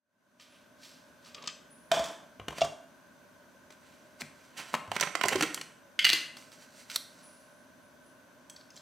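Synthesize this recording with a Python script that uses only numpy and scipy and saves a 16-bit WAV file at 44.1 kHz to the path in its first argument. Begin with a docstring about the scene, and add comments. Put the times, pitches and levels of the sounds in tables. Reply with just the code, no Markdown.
"""Hum and air fade in around a quiet kitchen with a stone counter, heard close, at a camera. A hard plastic
cup is picked up and set down, a plastic bottle lands beside it, is squeezed and unscrewed, its cap rattles
free and the first drops splash into the cup, while a thin whine comes and goes in the treble. Blows and
cracks are decaying modes, rubs are dense noise slips, the bass of things is decaying sines; the near things
stay dry against sparse echoes, and the air and appliance are shaped noise."""
import sys
import numpy as np
from scipy import signal
from scipy.fft import rfft, irfft, next_fast_len
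from scipy.io import wavfile
from scipy.ndimage import uniform_filter1d

SR = 44100
rng = np.random.default_rng(int(sys.argv[2]) if len(sys.argv) > 2 else 0)


def unload_audio(sound):
    """Save the sound as a 16-bit wav file, at the path given as the first command line argument."""
    columns = np.transpose(np.atleast_2d(sound))
    # keep every value between -1 and 1, then stretch to whole-number steps
    steps = np.round(np.clip(columns, -1, 1) * 32767)
    wavfile.write(sys.argv[1], SR, steps.astype(np.int16))


N = 388521  # samples, about 8.8 s

# All event and band levels stand ahead of the output gain in record().
# Air of the room: (frequency [Hz], density [dB per Hz, relative])
AIR_SPECTRUM = [(15, -52), (25, -23.5), (226, -6), (252, 1.5), (280, -7.5), (483, -16), (600, -3),
                (746, -19), (927, -14), (1360, -21), (1550, -22.5), (2400, -22.5), (10100, -32.5),
                (15200, -35.5), (16500, -61)]
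AIR_DB = -50 + 4.0  # level of the whole air noise
# Fuzzy bands of the appliance: (frequency [Hz], width [Hz], level [dB])
APPLIANCE_BANDS = [(251, 5.7, -72.5), (593, 24, -56.5), (1038, 120, -56), (1530, 91, -51),
                   (6080, 56, -63.5)]
# Likeness of left and right in the room tone: (frequency [Hz], likeness [0-1])
LEFT_RIGHT_LIKENESS = [(60, 0.46), (180, 0.75), (550, 0.68), (1650, 0.51), (4970, 0.55), (15000, 1)]

# Blow tables: (time [s], peak at 1.3-3.6 kHz [dB], weight: below 1.3 kHz [relative dB],
#               hardness: 3.6-8 kHz [relative dB])
# Rub tables: (time of peak [s], level at 1.3-3.6 kHz [dB], rise by 20 dB [s], fall by 20 dB [s],
#              weight [relative dB], hardness [relative dB])
# Mode tables: (frequency [Hz], width [Hz], level [dB])
# The cup is picked up and carried over: blows, rubs, modes
PICKUP_BLOWS = [(.398, -30, -7, 0), (.833, -37, -22, 3), (1.247, -48, -18, 10), (1.259, -36, -19, 0),
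                (1.3465, -26.5, -11, 3), (1.381, -29.5, -2.2, -16), (1.424, -35, -19, 4.5),
                (1.439, -30, -1.2, -5), (1.461, -31, -12, 0), (1.474, -18.5, -6, 5),
                (1.487, -22.5, -25, -11), (1.497, -27, -20, -7)]
PICKUP_RUBS = [(0.41, -38.5, 0.016, 0.09, -19, 0.5), (0.546, -47.5, 0.11, 0.2, -13, -5),
               (0.84, -44, 0.051, 0.22, -26, 4), (1.275, -47, .06, 0.11, -9, 2),
               (1.37, -50, 0.018, 0.11, 4, -13), (1.46, -44.5, 0.11, 0.0073, 6, -9)]
PICKUP_MODES = [(676, 190, -18), (1226, 86, 5.5), (3000, 450, -26), (3660, 420, -6), (4630, 930, 12),
                (5600, 1500, 18.5), (7750, 740, 5)]
# Swells of the thin whine: (time of peak [s], level [dB], rise by 20 dB [s], fall by 20 dB [s])
WHINE_SWELLS = [(0.514, -55, .04, .16), (1.71, -45.5, .012, 0.24), (7.24, -44.5, .018, 0.32),
                (7.594, -61, .02, 0.073), (7.86, -58, .06, 0.062), (8.072, -55.5, 0.087, 0.14)]
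# Resonance of the whine, passed twice: mode columns
WHINE_MODES = [(9880, 640, 22), (10400, 300, 1), (10900, 250, -45)]
# Thumps through the counter: (time [s], level of low mode 1 [dB], mode 2 [dB], mode 3 [dB])
THUMPS = [(1.913, -43, -53, -49), (1.99, -30.5, -55, -40), (2.395, -33, -32.5, -42),
          (2.481, -29, -55, -31.5), (2.616, -29, -33, -28), (4.221, -55, -44, -33.5),
          (4.879, -56, -31, -43), (5.239, -37, -36.5, -42), (5.344, -47, -29, -38),
          (6.134, -78, -63, -41.5)]
# The three low modes of the counter: (frequency [Hz], t60 [s])
COUNTER_MODES = [(66, 0.18), (102, 0.3), (150, 0.29)]
# The cup is set down, then rocks and slides to rest: blows, rubs, modes
CUP_BLOWS = [(1.916, -6, -1, -8.5), (1.9382, -17, 0, -13), (1.9674, -19, -4, -22), (1.9934, -18, -1, -4),
             (2.0412, -26, -19, 4.5), (2.058, -28.5, -14, 4.5), (2.085, -36, -7, 3), (2.113, -34.5, -5, 2)]
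CUP_ROCKING = [(1.948, -22.5, 0.023, 0.077, 5.3, -4.5), (2.07, -39.5, .08, 0.17, 5.5, -8),
               (2.65, -30.5, 0.029, 0.0095, 9.6, 3)]
CUP_MODES = [(668, 12.3, -1.5), (743, 20, -6.5), (863, 92, 0), (1000, 120, 2.5), (1590, 870, -1),
             (2400, 450, -12.5), (3550, 330, -7), (5460, 2100, -1.5), (6800, 1300, -42)]
# Air in the empty cup humming after a jolt: (time [s], level [dB], t60 [s])
CUP_HUMS = [(1.917, -0.5, 0.1), (1.969, -11.5, 0.27), (1.995, -9.5, 0.29), (2.6165, 4, 0.056),
            (2.629, -12, 0.13)]
CUP_AIR_HZ = 666.8
# Sharp cracks of stiff plastic: (time [s], level [dB], frequency [Hz])
CRACKS = [(1.9175, -1.5, 3600), (4.2125, -16, 4500), (4.219, -9, 2200), (4.741, -2, 1000),
          (4.917, -6.5, 910), (4.7505, -14, 1810), (4.9655, -15, 2000), (5.0105, 6, 5900),
          (5.2845, 4, 7260), (5.5448, -2, 7140), (6.0515, -3, 3850), (6.1015, 8.5, 3600),
          (6.1332, -6.5, 3900), (6.9595, -15, 5000)]
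CRACK_CYCLES = 1.6  # cycles for a crack to sink to 1/e
# The bottle is handled: blows, then rubs of sliding hands and creasing plastic, modes
BOTTLE_BLOWS = [(2.3978, -26, 5, -16), (2.4157, -42, 13, -18), (2.483, -13.5, -0.5, -9.5),
                (2.5063, -28, 4, -6), (2.5252, -34, 0, -6), (2.5826, -21, 3.5, -2.5),
                (3.7048, -34, -1, -3.5), (4.2099, -28.5, -3, 5), (4.2174, -25.5, -5, -2),
                (4.7409, -11.5, 4, -11.5), (4.7487, -12, 1.5, -7), (4.8768, -35, 5.5, -8),
                (4.9165, -14.5, 3.5, -7.5), (4.9551, -29, -11, -2.2), (4.9641, -8, -5.5, -9.5),
                (4.9988, -14, -22, -5), (5.0097, -15, -15, 7), (5.0131, -10.5, -1, -11),
                (5.027, -5, -11.5, -19), (5.0338, -12, 0.5, -8), (5.073, -17.5, 1.5, -19),
                (5.1525, -7.5, -0.5, -10.5), (5.1935, -35, 12, -22), (5.2124, -6.5, -6.5, -14),
                (5.2353, -15.5, -14, 1), (5.2381, -5.5, 1, -16), (5.2526, -16, 9.5, -8),
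                (5.2571, -22, 4, 5), (5.2843, -5.5, -25, -11), (5.3124, -20, -19, -15),
                (5.3295, -14.5, -13, -21), (5.3573, -14, 5, -4), (5.383, -28, -17, -4),
                (5.4093, -6, -1.7, -5), (5.4245, -5.5, -10, -3), (5.4312, -8.5, -11, -7),
                (5.4366, -9.5, -7, -13), (5.5447, -23, -10, 10.5), (5.5758, -18.5, -8, -17.5),
                (5.6129, -18, -8, -1.5)]
BOTTLE_RUBS = [(2.53, -42.5, 0.018, 0.011, 14, -9), (2.585, -33, 0.046, 0.071, -9, -3),
               (3.724, -44, 0.018, 0.024, -20, -2), (3.87, -53, 0.15, 0.56, -10, -2.5),
               (4.21, -34.5, 0.013, 0.014, 1.5, 3.5), (4.45, -53, 0.24, 0.18, -6, -1),
               (4.576, -35, 0.0099, 0.079, -13, 1), (4.6, -31, .04, 0.062, -3, -9.5),
               (4.695, -40.5, 0.061, 0.054, -5, -3), (4.736, -36, .015, 0.0059, 1, -2.5),
               (4.96, -30, 0.051, 0.0069, -6, -4.5), (5.29, -17.5, 0.007, 0.008, -17, 2.3),
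               (5.33, -18, 0.028, 0.036, 1.5, -8), (5.54, -43.5, 0.028, .012, -10.5, 3.5),
               (5.405, -26, .045, 0.0066, -7, -4.5), (6.38, -47.5, 0.028, .2, -4, 4.5),
               (6.53, -45.5, .012, 0.048, -7, 0.5), (6.63, -47.5, .08, .05, -5, 1.5),
               (6.8, -46, 0.12, 0.095, -13, 3.5), (6.895, -49, 0.026, .012, 0, -2),
               (6.909, -34, 0.01, 0.064, -12.5, 1.5), (6.955, -38, 0.023, 0.013, -9, 8),
               (7.2, -54.5, 0.33, 0.53, 1, 3.5)]
BOTTLE_MODES = [(346, 420, -13), (740, 244, 0.5), (1069, 57, -1), (1380, 440, 7), (2210, 790, 7),
                (3000, 620, 1.5), (4740, 910, 5), (6010, 290, -2.5), (8300, 1070, 2)]
# Where bottle blows and cracks sit: (time [s], left minus right [dB]; blows weight it by band)
BOTTLE_PLACE = [(2.4, 0.5), (4.2, 1), (4.75, 0.1), (4.95, -2.5), (5.25, -2.5), (5.36, -2), (5.45, -0.5),
                (5.6, -1.1), (6., 0.5)]
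# Full bottle meeting the stone: blows, modes
LANDING_BLOWS = [(2.609, -20, 4.5, 3), (2.6165, -11.5, -8, -4), (2.632, -28, 13, 3),
                 (2.651, -29.5, 11.5, 6)]
LANDING_MODES = [(650, 61, 1), (685, 27, -2), (1146, 76, -3), (2820, 150, -7.5), (3450, 430, 0),
                 (5000, 1900, 2), (7300, 770, -26)]
# The bottle wall buckles: (time [s], level [dB], frequency [Hz])
BUCKLES = [(4.219, -27.5, 242), (5.149, -28, 333), (5.239, -30.5, 207), (5.27, -29, 267), (5.254, -15, 378),
           (5.314, -25, 475), (5.354, -7, 379), (5.38, -20, 260), (5.411, -21, 305), (5.421, -17, 299.3),
           (5.428, -11.5, 324), (5.436, -16, 463), (6.132, -22.5, 322)]
BUCKLE_T60_S = 0.096
# The cap rattles free: blows, modes once it is loose on the neck
CAP_BLOWS = [(5.9915, -0.5, -26, -9), (6.0252, -15.5, -30, -7.5), (6.0454, -1, -22, -0.5),
             (6.0512, 0.5, -27, 0.5), (6.0665, -5, -15.5, -7), (6.0916, -6, -29, 2.5),
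             (6.1, -14.5, -12.5, -15), (6.1229, -9, -24, -4), (6.1315, -6, -13, 6)]
CAP_MODES = [(1750, 97, -34), (2040, 56, 1), (2360, 110, -1.5), (2576, 150, 0), (2870, 130, 10),
             (3250, 570, 0.5), (4070, 500, 0), (4470, 700, -2), (5900, 310, -12.5)]
TIGHT_UNTIL_S, TIGHT_PITCH = 6.04, 1.06  # while the cap grips the neck its modes sit higher
# The cap is laid down: blows, modes
CAP_LAID_DOWN = [(6.3689, -30, -3, 1.5), (6.4243, -35, -5, -5), (6.5175, -41, -11, 5),
                 (6.8996, -22, -22, -2.5), (6.9154, -32, -16, -2), (6.9592, -15.5, -8, 13)]
LOOSE_CAP_MODES = [(1430, 470, 2), (2450, 900, -1), (4400, 460, 3), (5200, 700, 7.5), (8150, 1300, -4),
                   (11100, 1700, -15)]
# Splashes in the cup: (time [s], peak [dB], ring frequency [Hz])
DROPS = [(8.498, -26.5, 6370), (8.499, -31, 8000), (8.563, -28, 4530), (8.6096, -36.5, 4280),
         (8.7034, -33.5, 5200), (8.7587, -35, 5900), (8.7644, -31, 6140), (8.7738, -30, 4160)]
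# Fine spray on the wall of the cup: rub columns
SPRAY = [(8.505, -68, .008, 0.078, -19, 6.9), (8.565, -54, 0.0088, .08, -19, 2.6),
         (8.778, -59, 0.065, 0.044, 4, 16)]

# Decay of the kitchen's echoes: (frequency [Hz], t60 [s])
KITCHEN_T60 = [(100, 0.83), (500, 0.5), (2000, 0.55), (5000, 0.4), (9000, 0.5), (16000, 0.25)]
# Width of the echoes: (frequency [Hz], side gain [dB] ahead of the decay)
ECHO_SIDE = [(100, -18), (500, -9.5), (1500, -11), (4000, -24), (8000, -55), (15000, -26)]

LEAD = 256  # samples by which a filtered blow starts early
SNAP_DB = -11.5  # bare first tick of a blow, against its peak
SCATTER_DB = 1  # random left-right shift of each blow, either way, ahead of the weighting by band
FADE_DB, FADE_S, SETTLED_DB = -37, 0.25, -14  # start below settled [dB], time constant [s], output gain [dB]
EDGE_HZ = 16000  # upper band limit


def gain_of(db):
    """Decibels to a factor."""
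    return 10 ** (np.asarray(db) / 20)


def evened(x):
    """Scales to rms 1."""
    return x / np.sqrt(np.mean(x ** 2) + 1e-20)


def crest(x):
    """Height of the loudest millisecond: its rms times the square root of two."""
    return np.sqrt(2 * uniform_filter1d(x ** 2, size=44).max())


def read(points, hz):
    """Reads a spectrum table on a log-frequency axis."""
    f, value = np.transpose(points)
    return np.interp(np.log(hz + 1), np.log(f + 1), value)


def bandpass(x, low_hz, high_hz):
    """Keeps the band between two frequencies."""
    return signal.sosfilt(signal.butter(2, [low_hz, high_hz], "bandpass", fs=SR, output="sos"), x)


def add(mix, s, sound, pan_db=0.):
    """Places a mono sound at s seconds in both channels; pan_db is left minus right."""
    part = mix[:, round(s * SR):][:, :len(sound)]
    part += sound[:part.shape[1]] * gain_of([[pan_db / 2], [-pan_db / 2]])


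def swell(peak_s, rise_s, fall_s):
    """Start time and a level that climbs 20 dB in rise_s and sinks 20 dB in fall_s, followed over 40 dB."""
    t = np.arange(-2 * rise_s, 2 * fall_s, 1 / SR)
    return peak_s + t[0], gain_of(20 * np.minimum(t / rise_s, -t / fall_s))


def split(x):
    """Bass, middle, presence and top parts that cross over smoothly; they start LEAD samples early."""
    size = next_fast_len(len(x) + 2 * LEAD)
    octaves = np.log2(np.fft.rfftfreq(size, 1 / SR) + 1)
    above = [np.clip((octaves - np.log2(hz)) / .5 + .5, 0, 1) for hz in (130, 1300, 3600, 8000)]
    z = rfft(np.pad(x, (LEAD, 0)), size)
    return [irfft(z * (low - high), size)[:len(x) + LEAD] for low, high in zip(above, above[1:] + [0])]


def ring(modes, tick_db, tick_hz):
    """A body's impulse responses: its decaying modes, and a bare tick between tick_hz and the dull top."""
    t = np.arange(4000) / SR
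    out = sum(gain_of(db) * np.exp(-np.pi * width * t) * np.sin(2 * np.pi * hz * t) for hz, width, db in modes)
    return out / np.linalg.norm(out), gain_of(tick_db) * bandpass(1. * (t == 0), tick_hz, 11000)


def contact(half_hold_ms, body, clean):
    """A clean snap rings the modes; rough chatter holds for about twice half_hold_ms and stops."""
    modes, tick = body
    t = np.arange(1200) / SR
    hold_s = 2.01 * half_hold_ms / 1000
    chatter = rng.standard_normal(len(t)) * np.exp(-(t / hold_s) ** 1.8)
    chatter /= np.linalg.norm(chatter)
    rough = signal.fftconvolve(chatter, 1.18 * modes + tick)[:len(modes)]
    return clean * (modes + 0.093 * tick) + rough


def blows(rows, body, clean, half_hold_ms, top_db, place=((0, 0),)):
    """Each contact rings the body; hard ones reach high, soft ones are dull. Presence leans furthest aside."""
    out, ticks = np.zeros((2, N)), split(body[1][:LEAD])
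    for s, db, bass_db, hard_db in rows:
        pan_db = np.interp(s, *np.transpose(place)) + SCATTER_DB * rng.uniform(-1, 1)
        colour = (bass_db, 0, hard_db, top_db + hard_db)
        parts = split(contact(half_hold_ms, body, clean))
        for part, rel_db, lean in zip(parts, colour, (1.2, 2.8, 4.5, 1.2)):
            add(out, s - LEAD / SR, gain_of(db + rel_db) * part / crest(part), lean * pan_db)
        for part, rel_db in zip(ticks, colour):
            add(out, s - LEAD / SR, gain_of(db + rel_db + SNAP_DB) * part / abs(part).max(), pan_db)
    return out


def rubbing(rows, body, pan_db, top_db):
    """Dense tiny slips of uneven size shake the plastic."""
    sizes = gain_of(0.4 * np.minimum(rng.exponential(1, N), 3.5))
    slips = rng.standard_normal(N) * (rng.random(N) < 8000 / SR) * sizes  # about 8000 a second
    parts = [evened(part[LEAD:]) for part in split(signal.fftconvolve(slips, sum(body))[:N])]
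    out = np.zeros((2, N))
    for peak_s, db, rise_s, fall_s, bass_db, hard_db in rows:
        s, level = swell(peak_s, rise_s, fall_s)
        colour = (bass_db, 0, hard_db, top_db + hard_db)
        start = round(s * SR)
        rub = sum(gain_of(db + rel_db) * part[start:][:len(level)] for part, rel_db in zip(parts, colour))
        add(out, s, level[:len(rub)] * rub, pan_db)
    return out


def booms(rows, rise_s):
    """A low wave that swells quickly and dies; rows are (time [s], level [dB], frequency [Hz], t60 [s])."""
    out, t = np.zeros((2, N)), np.arange(SR // 2) / SR
    for s, db, hz, t60 in rows:
        level = gain_of(db - 60 * t / t60) * (1 - np.exp(-t / rise_s))
        add(out, s, level * np.sin(2 * np.pi * hz * t))
    return out


def room_tone():
    """Smooth air noise with the fuzzy bands of an appliance, partly alike on both sides."""
    frames, hz = N // 512 + 5, np.fft.rfftfreq(2048, 1 / SR)
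    a, b, c, d, patches = rng.standard_normal((frames, 1025, 5)).T
    # slight unevenness over time and frequency
    patches = evened(uniform_filter1d(uniform_filter1d(patches, 16, 0), 10, 1))
    bands = sum(gain_of(db) ** 2 / (np.pi * width / 2) / (1 + (2 * (hz - f) / width) ** 2)
                for f, width, db in APPLIANCE_BANDS)
    air = gain_of(read(AIR_SPECTRUM, hz)) ** 2
    air = air / (air.sum() * hz[1]) * gain_of(AIR_DB) ** 2
    power = air + bands
    same = read(LEFT_RIGHT_LIKENESS, hz)[:, None]
    left = a + 1j * b
    right = same * left + np.sqrt(1 - same ** 2) * (c + 1j * d)
    z = np.array([left, right]) * np.sqrt(power)[:, None] * gain_of(0.24 * patches)
    noise = signal.istft(z, nperseg=2048, noverlap=1536)[1][:, :N]
    return np.sqrt(power.sum() * hz[1]) * evened(noise)


def cup_picked_up():
    """Farther off, small plastic contacts and rubs ring a bright body as the cup is carried over."""
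    body = ring(PICKUP_MODES, tick_db=3, tick_hz=1510)
    clicks = blows(PICKUP_BLOWS, body, clean=0.39, half_hold_ms=3.3, top_db=-27)
    return clicks + rubbing(PICKUP_RUBS, body, pan_db=-1.5, top_db=-10)


def whine():
    """A narrow fizz near 10 kHz, perhaps the lens motor: noise through the same resonance twice."""
    band, level = ring(WHINE_MODES, tick_db=-29, tick_hz=8000)[0], np.zeros((2, N))
    for peak_s, db, rise_s, fall_s in WHINE_SWELLS:
        s, shape = swell(peak_s, rise_s, fall_s)
        add(level, s, gain_of(db) * shape)
    fizz = signal.fftconvolve(rng.standard_normal(N), signal.fftconvolve(band, band))[:N]
    return level * evened(fizz)


def counter():
    """Each thump sets the low modes of the counter going."""
    return sum(booms([(row[0], row[1 + k], hz, t60) for row in THUMPS], rise_s=0.0021)
               for k, (hz, t60) in enumerate(COUNTER_MODES))


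def cup_set_down():
    """Hard plastic strikes the counter and rings, then rocks and slides to rest."""
    body = ring(CUP_MODES, tick_db=-10.5, tick_hz=694)
    strikes = blows(CUP_BLOWS, body, clean=0.52, half_hold_ms=3.6, top_db=-11)
    return strikes + rubbing(CUP_ROCKING, body, pan_db=-0.5, top_db=-13)


def cup_air():
    """A jolt makes the air in the empty cup hum at one resonance."""
    return booms([(s, db, CUP_AIR_HZ, t60) for s, db, t60 in CUP_HUMS], rise_s=0.0013)


def cracks():
    """Stiff plastic cracks: a wave that dies within a cycle or two."""
    out, t = np.zeros((2, N)), np.arange(400) / SR
    for s, db, hz in CRACKS:
        crack = np.exp(-t * hz / CRACK_CYCLES) * np.cos(2 * np.pi * hz * t)
        add(out, s, gain_of(db) * crack, np.interp(s, *np.transpose(BOTTLE_PLACE)))
    return out


def bottle_handled():
    """Knocks ring the bottle's broad modes; sliding hands and creasing plastic rub them."""
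    body = ring(BOTTLE_MODES, tick_db=3.5, tick_hz=497)
    knocks = blows(BOTTLE_BLOWS, body, clean=0.48, half_hold_ms=2.64, top_db=-9, place=BOTTLE_PLACE)
    return knocks + rubbing(BOTTLE_RUBS, body, pan_db=-4.0, top_db=-8)


def bottle_landing():
    """The full bottle meets the stone and rings its own modes."""
    body = ring(LANDING_MODES, tick_db=-15, tick_hz=1510)
    return blows(LANDING_BLOWS, body, clean=0.68, half_hold_ms=4.7, top_db=-24.0)


def buckles():
    """The bottle wall buckles: each time a short low boom."""
    return booms([(*row, BUCKLE_T60_S) for row in BUCKLES], rise_s=0.00085)


def cap_rattling():
    """The cap rattles on the neck; its modes drop in pitch once it no longer grips."""
    out = np.zeros((2, N))
    for tight in (True, False):
        rows = [row for row in CAP_BLOWS if (row[0] < TIGHT_UNTIL_S) == tight]
        modes = [(hz * TIGHT_PITCH ** tight, width, db) for hz, width, db in CAP_MODES]
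        body = ring(modes, tick_db=-10.0, tick_hz=2200)
        out += blows(rows, body, clean=0.63, half_hold_ms=3.05, top_db=-16)
    return out


def cap_laid_down():
    """The free cap taps down, ringing broad bright modes."""
    body = ring(LOOSE_CAP_MODES, tick_db=-0.5, tick_hz=1150)
    return blows(CAP_LAID_DOWN, body, clean=0.35, half_hold_ms=2.65, top_db=-8.5)


def drops():
    """Liquid slaps the dry wall of the cup: a short bright ring and a spray."""
    out = np.zeros((2, N))
    for s, db, hz in DROPS:
        modes = [(hz, 330, 0), (1.2 * hz, 380, -3.5), (0.53 * hz, 250, -9)]
        slap = contact(3.1, ring(modes, tick_db=-22, tick_hz=2000), clean=0.38)
        add(out, s, gain_of(db) * slap / crest(slap))
    cup_body = ring(CUP_MODES, tick_db=-10.5, tick_hz=694)
    return out + rubbing(SPRAY, cup_body, pan_db=0.0, top_db=-15)


def slab_bounce(x, count=9):
    """The stone throws treble back count samples later, opposite in sign at the two microphone ports."""
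    treble = bandpass(x.mean(0), 3500, 13000)
    return gain_of(-14.5) * np.roll(treble, count) * [[1], [-1]]


def kitchen(x, first_s=0.0014):
    """Sparse reflections of random sign build up after the first wall, each band dying at its own speed."""
    taps = np.zeros((2, SR))
    slots = np.arange(0, SR - 20, 20)  # one reflection in every 20 samples
    at = slots + rng.integers(0, 20, (2, len(slots)))
    np.put_along_axis(taps, at, rng.choice([-1., 1.], at.shape), 1)
    hz, t, z = signal.stft(taps, SR, nperseg=256)
    z[1] *= gain_of(read(ECHO_SIDE, hz))[:, None]
    decay = gain_of(-60 * t / read(KITCHEN_T60, hz)[:, None])
    mid, side = signal.istft(z * decay, SR, nperseg=256)[1]
    build_up = np.clip((np.arange(len(mid)) / SR - first_s) / 0.0077, 0, 1)
    tail = build_up * np.array([mid + side, mid - side]) / np.linalg.norm(build_up * mid)
    return signal.fftconvolve(x, tail, axes=1)[:, :N]


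def scene():
    """Things on and near the counter with their own echo levels, over the counter, whine and room tone."""
    # (sound, level sent to the echoes [dB])
    things = [(cup_picked_up(), -9.0), (cup_set_down(), -3.5), (cup_air(), -17.0), (cracks(), -12.0),
              (bottle_handled(), -8.5), (bottle_landing(), -13.0), (buckles(), -12.5),
              (cap_rattling(), -4.0), (cap_laid_down(), -12.5), (drops(), -7.0)]
    direct = sum(thing for thing, _ in things)
    echoes = kitchen(sum(gain_of(echo_db) * thing for thing, echo_db in things))
    return direct + slab_bounce(direct) + echoes + counter() + whine() + room_tone()


def record(dry):
    """The microphone drops the deepest bass; then the fade-in and the upper band limit."""
    thinned = signal.sosfilt(signal.butter(3, 55, "highpass", fs=SR, output="sos"), dry)
    t = np.arange(N) / SR
    faded = thinned * gain_of(SETTLED_DB + FADE_DB * np.exp(-t / FADE_S))
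    lowpass = signal.firwin(511, EDGE_HZ, window=("kaiser", 9), fs=SR)
    return signal.oaconvolve(faded, lowpass[None], "same")


dry = scene()
out = record(dry)
unload_audio(out)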